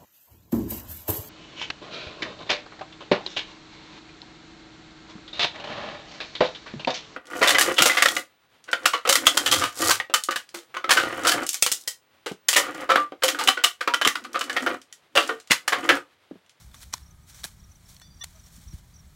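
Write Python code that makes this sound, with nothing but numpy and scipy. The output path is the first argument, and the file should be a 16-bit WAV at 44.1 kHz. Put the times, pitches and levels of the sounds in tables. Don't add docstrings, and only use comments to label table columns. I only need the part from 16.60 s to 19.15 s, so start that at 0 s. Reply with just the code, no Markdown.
import sys
import numpy as np
from scipy import signal
from scipy.fft import rfft, irfft
from scipy.io import wavfile
from scipy.ndimage import uniform_filter1d

SR = 44100
rng = np.random.default_rng(int(sys.argv[2]) if len(sys.argv) > 2 else 0)


def undo_db(level):
    steps = np.asarray(level, float) / 20
    return 10 ** steps


def generate_wav(signal):
    frames = np.transpose(np.atleast_2d(signal))
    scaled = np.clip(frames, -1, 1) * 32767
    pcm = np.round(scaled).astype(np.int16)
    wavfile.write(sys.argv[1], SR, pcm)


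N = 112454


def colour(x, points, tilt_db=0):
    shape_hz, shape_db = np.transpose(points)
    hz = np.maximum(np.arange(4097) * SR / 8192, 5)
    db = np.interp(np.log(hz), np.log(shape_hz), shape_db) + tilt_db * np.log2(hz / 3000)
    cepstrum = irfft(db * np.log(10) / 20)
    cepstrum[1:4096] *= 2
    cepstrum[4097:] = 0
    y = signal.fftconvolve(x, irfft(np.exp(rfft(cepstrum))))[:len(x)]
    return y / np.sqrt(np.mean(y ** 2))


def curve(points):
    seconds, db = np.transpose(points)
    return undo_db(np.interp(np.arange(N) / SR, seconds, db))


def walk(rate):
    hold = int(SR / rate)
    steps = np.repeat(rng.standard_normal(N // hold + 1), hold)
    return 1.3 * uniform_filter1d(uniform_filter1d(steps, hold), hold)[:N]


def grains(share, spread_db):
    chance, sign, size = rng.random((3, N))
    return (chance < share) * np.sign(sign - .5) * undo_db(-spread_db * np.log(size + 1e-4))


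def decay(t, t60):
    return (t >= 0) * np.exp(-np.log(1000) * np.maximum(t, 0) / t60)


def bump(t, half):
    return np.exp(-(t / half) ** 2)


def gate(t, length, edge):
    return np.clip(t / edge + .5, 0, 1) * np.clip((length - t) / edge + .5, 0, 1)


# time in seconds, level in dB.
GUST_LEVEL = [(0.0, -51), (0.08, -51), (0.51, -53), (1.17, -54.5), (1.58, -53), (1.67, -54.5),
              (2.06, -50.5), (2.16, -53), (2.42, -54.5), (2.55, -54.5)]
# frequency in Hz, level in dB.
RUMBLE_COLOUR = [(20, -16), (49, -0.5), (70, 0.5), (107, -6.5), (175, -8), (250, -21), (400, -33),
                 (520, -71), (880, -120)]
# centre in seconds, peak in dB, pitch in Hz, half length in seconds.
BUFFETS = [(.425, -42.5, 62, 0.013), (1.1, -43, 80, .015), (2.7, -46, 91, .012), (1.8, -44.5, 65, .012),
           (1.559, -42.5, 68, .012), (1.983, -42, 170, 0.003), (2.135, -52, 320, .008), (.26, -46, 60, .03),
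           (.9, -47, 80, .015), (2.076, -40, 62, 0.014), (2.097, -38, 79, 0.007), (2.149, -31, 64, 0.0096),
           (2.139, -34, 148, 0.0053)]


def wind(t):
    noise = colour(rng.standard_normal(N), RUMBLE_COLOUR + [(700, -61.0)])
    rumble = noise * curve(GUST_LEVEL) * undo_db(1.0 * walk(15.4))
    thumps = sum(undo_db(db) * bump(t - s, half) * np.sin(-2 * np.pi * hz * (t - s))
                 for s, db, hz, half in BUFFETS)
    return rumble + thumps


# frequency in Hz, level in dB.
FIELD_COLOUR = [(180, -25), (300, -5), (814, -5), (1230, -5.5), (2740, -8.5), (7820, -12.5), (16000, -17.5)]


def field():
    return undo_db(-63.5) * colour(rng.standard_normal(N), FIELD_COLOUR)


# time in seconds, level in dB.
PULL_LEVEL = [(0, -53.5), (.12, -68.5), (.15, -55.5), (.19, -55), (.26, -59.5), (.64, -78.5), (.69, -60),
              (.80, -53), (.95, -66), (1.18, -68), (1.35, -58), (1.5, -79), (1.62, -60), (1.66, -63),
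              (1.96, -60), (2.1, -62), (2.19, -60), (2.22, -68)]
# centre in seconds, level in dB, half length in seconds.
WHIPS = [(.678, -62, .006), (.7, -64, .015), (.77, -60, .008), (.803, -59, .01), (1.31, -60, .025),
         (1.346, -58, .003), (1.925, -61, .015), (2.03, -63, .03), (1.87, -64, .015), (1.96, -60, .03),
         (2.147, -59, .015), (2.185, -63, .008)]
# frequency in Hz, level in dB.
LEAF_COLOUR = [(290, -41.5), (500, -12), (2690, -5.5), (5970, -3), (9500, -7), (11000, -11), (16000, -13.5)]


def leaves(t):
    def patch(tilt_db):
        rustle = colour(grains(.5, 2.63), LEAF_COLOUR, tilt_db)
        return rustle * undo_db(1.3 * walk(45.22) + 1.5 * walk(150))

    pull = curve(PULL_LEVEL)
    whips = sum(undo_db(db) * bump(t - s, half) for s, db, half in WHIPS)
    dull = patch(-2.12) * (pull + .4 * whips)
    bright = patch(2.45) * (pull + 1.5 * whips)
    return 0.73 * (dull + bright)


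# start, peak and end, all in seconds.
TEARS = [(.113, .115, .124), (.1415, .144, .152), (.205, .232, .242), (.326, .329, .337),
         (.333, .339, .343), (.685, .7, .72), (.7445, .746, .757), (.834, .836, .841), (.839, .842, .851),
         (.848, .853, .859), (1.4155, 1.417, 1.421), (1.6375, 1.642, 1.6455), (1.704, 1.708, 1.712)]
# level in dB, tilt in dB per octave.
TEAR_TONE = [(-61, -4.5), (-46.5, -4.5), (-43, 5), (-40.5, 4.5), (-27.5, -0.5), (-52, 4), (-49.5, 3),
             (-39, 0.5), (-32, 3), (-36, 3), (-46, -5), (-33, 1.5), (-57, 3)]
# frequency in Hz, level in dB.
STEM_COLOUR = [(180, -41), (300, -18), (994, -1), (2520, -1), (4910, 1), (5700, -1), (9500, -4),
               (16000, -13)]


def tearing_fibres(t):
    lead_s, stop_s = .002, .0046
    rise_db, sag_db = 9.5, 10
    shake_db, shake_t60_s = -16.5, 0.24
    ticks = grains(.6, 1.5)
    dull = colour(ticks, STEM_COLOUR, -1.4)
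    bright = colour(ticks, STEM_COLOUR, 1.4)
    y = np.zeros(N)
    for (start, peak, end), (db, tilt) in zip(TEARS, TEAR_TONE):
        times = [start - lead_s, start, peak, end, end + stop_s]
        burst = undo_db(np.interp(t, times, [-60, -rise_db, 0, -sag_db, -60]))
        burst = burst * (t > times[0]) * (t < times[-1])
        shake = undo_db(shake_db) * decay(t - peak, shake_t60_s)
        mix = np.clip(.5 + tilt / 6, 0, 1)
        y += undo_db(db) * (burst + shake) * (mix * bright + (1 - mix) * dull)
    return y * undo_db(2.47 * walk(500))


# start in seconds, peak in dB, ring in Hz, 60 dB decay in seconds.
MORE_CRACKS = [(.115, -50, 1500, .015), (.116, -53, 3500, .035), (1.3658, -40, 5600, .009),
               (1.3658, -38, 4300, .009), (1.3658, -43, 3300, .01), (1.3985, -44, 7800, .009),
               (1.3985, -47, 11500, .005), (1.3985, -48, 14500, .005), (1.3658, -51, 10000, .005),
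               (1.3985, -45, 4100, .012), (1.3985, -48, 1950, .012), (1.416, -38, 2900, .006),
               (1.416, -39, 1500, .008)]
# start in seconds, peak in dB, ring in Hz, 60 dB decay in seconds.
CRACKS = [(0.1436, -39, 1190, 0.013), (0.1435, -31.5, 3500, 0.0037), (0.151, -46, 7000, 0.0037),
          (0.2241, -40, 4370, .01), (0.24, -42, 4260, .008), (.337, -38, 250, .03),
          (.3388, -17, 8300, .004), (.339, -17, 4300, .005), (.843, -38, 310, .03), (.8413, -32, 8600, .01),
          (.853, -36, 8700, .01), (.3272, -35, 2020, 0.011), (.329, -31, 5700, .009),
          (.3345, -30, 3950, .008), (.3369, -20.5, 3500, 0.0053), (0.3371, -22.5, 1346, .012),
          (.3381, -15, 2800, .002), (0.3387, -6, 5830, 0.0029), (0.3393, -18, 1000, 0.014),
          (0.3395, -26.5, 2010, 0.008), (0.3423, -26, 4100, 0.012), (.342, -32, 5870, .015),
          (.1436, -37, 2180, 0.0069), (.211, -46, 1600, .008), (.752, -47.5, 1490, 0.0097),
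          (.745, -46, 5870, .03), (.745, -46, 3430, .01), (0.8411, -17, 3790, 0.0057),
          (0.841, -27, 5700, 0.021), (0.8417, -29, 1544, 0.017), (.843, -33.5, 690, 0.024),
          (0.848, -29, 1660, 0.014), (.849, -21, 4340, 0.0046), (0.85, -36, 160, 0.05),
          (1.6448, -43, 4500, 0.0017)]


def cracking_stems(t):
    y = np.zeros(N)
    for s, db, hz, t60 in CRACKS + MORE_CRACKS:
        u = t - s
        onset = np.clip(u * hz, 0, 1)
        y += undo_db(db) * decay(u, t60) * onset * np.sin(2 * np.pi * hz * u)
    return y


# centre in seconds, centre pitch in Hz, level in dB.
CHIRPS = [(.169, 5850, -53), (.73, 5600, -57), (.698, 5620, -57), (.483, 5600, -63), (1.1, 6000, -62),
          (0.433, 5570, -55), (0.465, 5650, -54), (0.481, 6100, -62), (.512, 6100, -53.5),
          (0.802, 5950, -50), (1.003, 5680, -54), (1.044, 5700, -54), (1.119, 6000, -52.5),
          (1.159, 5980, -54), (1.26, 5440, -56), (1.293, 5700, -52.5), (1.412, 6000, -56),
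          (1.441, 5940, -54.5), (1.478, 5870, -59), (1.547, 5700, -56.5), (1.574, 5700, -56),
          (1.601, 5770, -53)]
# centre in seconds, centre pitch in Hz, level in dB.
LATE_CHIRPS = [(1.759, 5930, -54), (1.799, 5930, -52), (1.842, 5620, -52.5), (1.866, 5680, -51.5),
               (2.083, 5650, -50), (2.089, 6050, -53.5), (2.113, 5730, -50.5), (2.127, 5600, -52),
               (2.345, 5980, -52.5), (2.362, 5660, -52), (2.368, 6050, -51.5), (2.393, 5720, -53.5),
               (2.403, 5620, -54)]


def chirping_birds(t):
    y = np.zeros(N)
    for s, hz, db in CHIRPS + LATE_CHIRPS:
        fall_hz = 450 + 1.1 * (hz - 5600)
        long_s = 0.017 * (0.88 + 0.05 * fall_hz / 800)
        u = t - s
        swell = np.cos(np.pi * np.clip(u / long_s, -.5, .5))
        cycles = hz * u - fall_hz / long_s * u ** 2 / 2
        y += undo_db(db) * swell * np.sin(2 * np.pi * cycles)
    return y


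# start in seconds, length in seconds, pitch in Hz, level in dB.
HELD_NOTES = [(1.442, 0.034, 4700, -57), (1.505, 0.022, 4740, -53), (1.53, 0.024, 4700, -62),
              (1.561, 0.068, 4690, -65), (2.328, 0.033, 4720, -65), (.55, 0.013, 11000, -68),
              (0.622, .015, 8000, -67), (.481, .013, 9200, -70), (0.65, .012, 7560, -70),
              (.63, 0.02, 6000, -67), (0.81, .02, 4800, -65), (2.235, .025, 800, -69),
              (2.225, .035, 980, -69), (1.748, 0.038, 630, -64.5), (2.472, .015, 7960, -68),
              (1.487, 0.011, 4730, -65), (0.45, 0.24, 1246, -71), (1.023, .1, 1234, -69.5),
              (1.748, 0.036, 1257, -65.5)]


def insects_and_far_bird(t):
    y = np.zeros(N)
    for s, length, hz, db in HELD_NOTES:
        cycles = np.cumsum(hz + 14 * walk(77)) / SR
        y += undo_db(db + 1.1 * walk(80.5)) * gate(t - s, length, .005) * np.sin(2 * np.pi * cycles)
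    return y


# pitch in Hz, level in dB, 60 dB decay in seconds.
GRAZE_MODES = [(1860, -55, 0.1), (3500, -52, 0.35), (8600, -58, .08), (4440, -53, 0.11), (5420, -54.5, .14),
               (5900, -58.5, 0.65)]
# pitch in Hz, level in dB.
BITE_MODES = [(1157, -53), (1846, -45.5), (2860, -48.5), (3500, -36), (3920, -53), (5855, -38.5)]


def blade(t):
    graze_s, bite_s, bite_end_s = 1.417, 1.609, 1.628
    rise_s, fall_s = .005, .0022

    def tone(hz):
        return np.sin(2 * np.pi * hz * t + 6 * rng.random())

    y = np.zeros(N)
    for hz, db, t60 in GRAZE_MODES:
        y += undo_db(db + 1.1 * walk(60.6)) * decay(t - graze_s, t60) * tone(hz)
    rise = np.exp(np.minimum(t - bite_s - rise_s, 0) / rise_s * 2)
    hold = rise * np.exp(-np.maximum(t - bite_end_s, 0) / fall_s)
    for hz, db in BITE_MODES:
        sharpness = (hz / 3500) ** .6
        y += undo_db(db + 1.0 * walk(180)) * hold ** sharpness * tone(hz)
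    rebound = undo_db(-35) * gate(t - 1.638, 0.0054, 0.0012) + undo_db(-42) * gate(t - 1.632, 0.0068, 0.0046)
    return y + rebound * tone(BITE_MODES[3][0])


def scene():
    t = np.arange(N) / SR
    brush = leaves(t) + tearing_fibres(t) + cracking_stems(t)
    animals = chirping_birds(t) + insects_and_far_bird(t)
    return (wind(t) + field() + brush + animals + blade(t))[None]


def top_cut(x):
    return signal.sosfilt(signal.butter(12, 16650, fs=SR, output="sos"), x)


# centre in Hz, width in Hz, depth from 0 to 1.
DIPS = [(498, 98, 0.32), (2723, 475, 0.59), (4905, 420, 0.6), (10400, 280, 0.9)]


def record(dry):
    for hz, width_hz, depth in DIPS:
        peak = signal.lfilter(*signal.iirpeak(hz, hz / width_hz, fs=SR), dry)
        dry = dry - depth * peak
    low_pass = signal.ellip(8, .2, 70, 15750, fs=SR, output="sos")
    return top_cut(signal.sosfilt(low_pass, dry))


dry = scene()
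out = record(dry)
generate_wav(out)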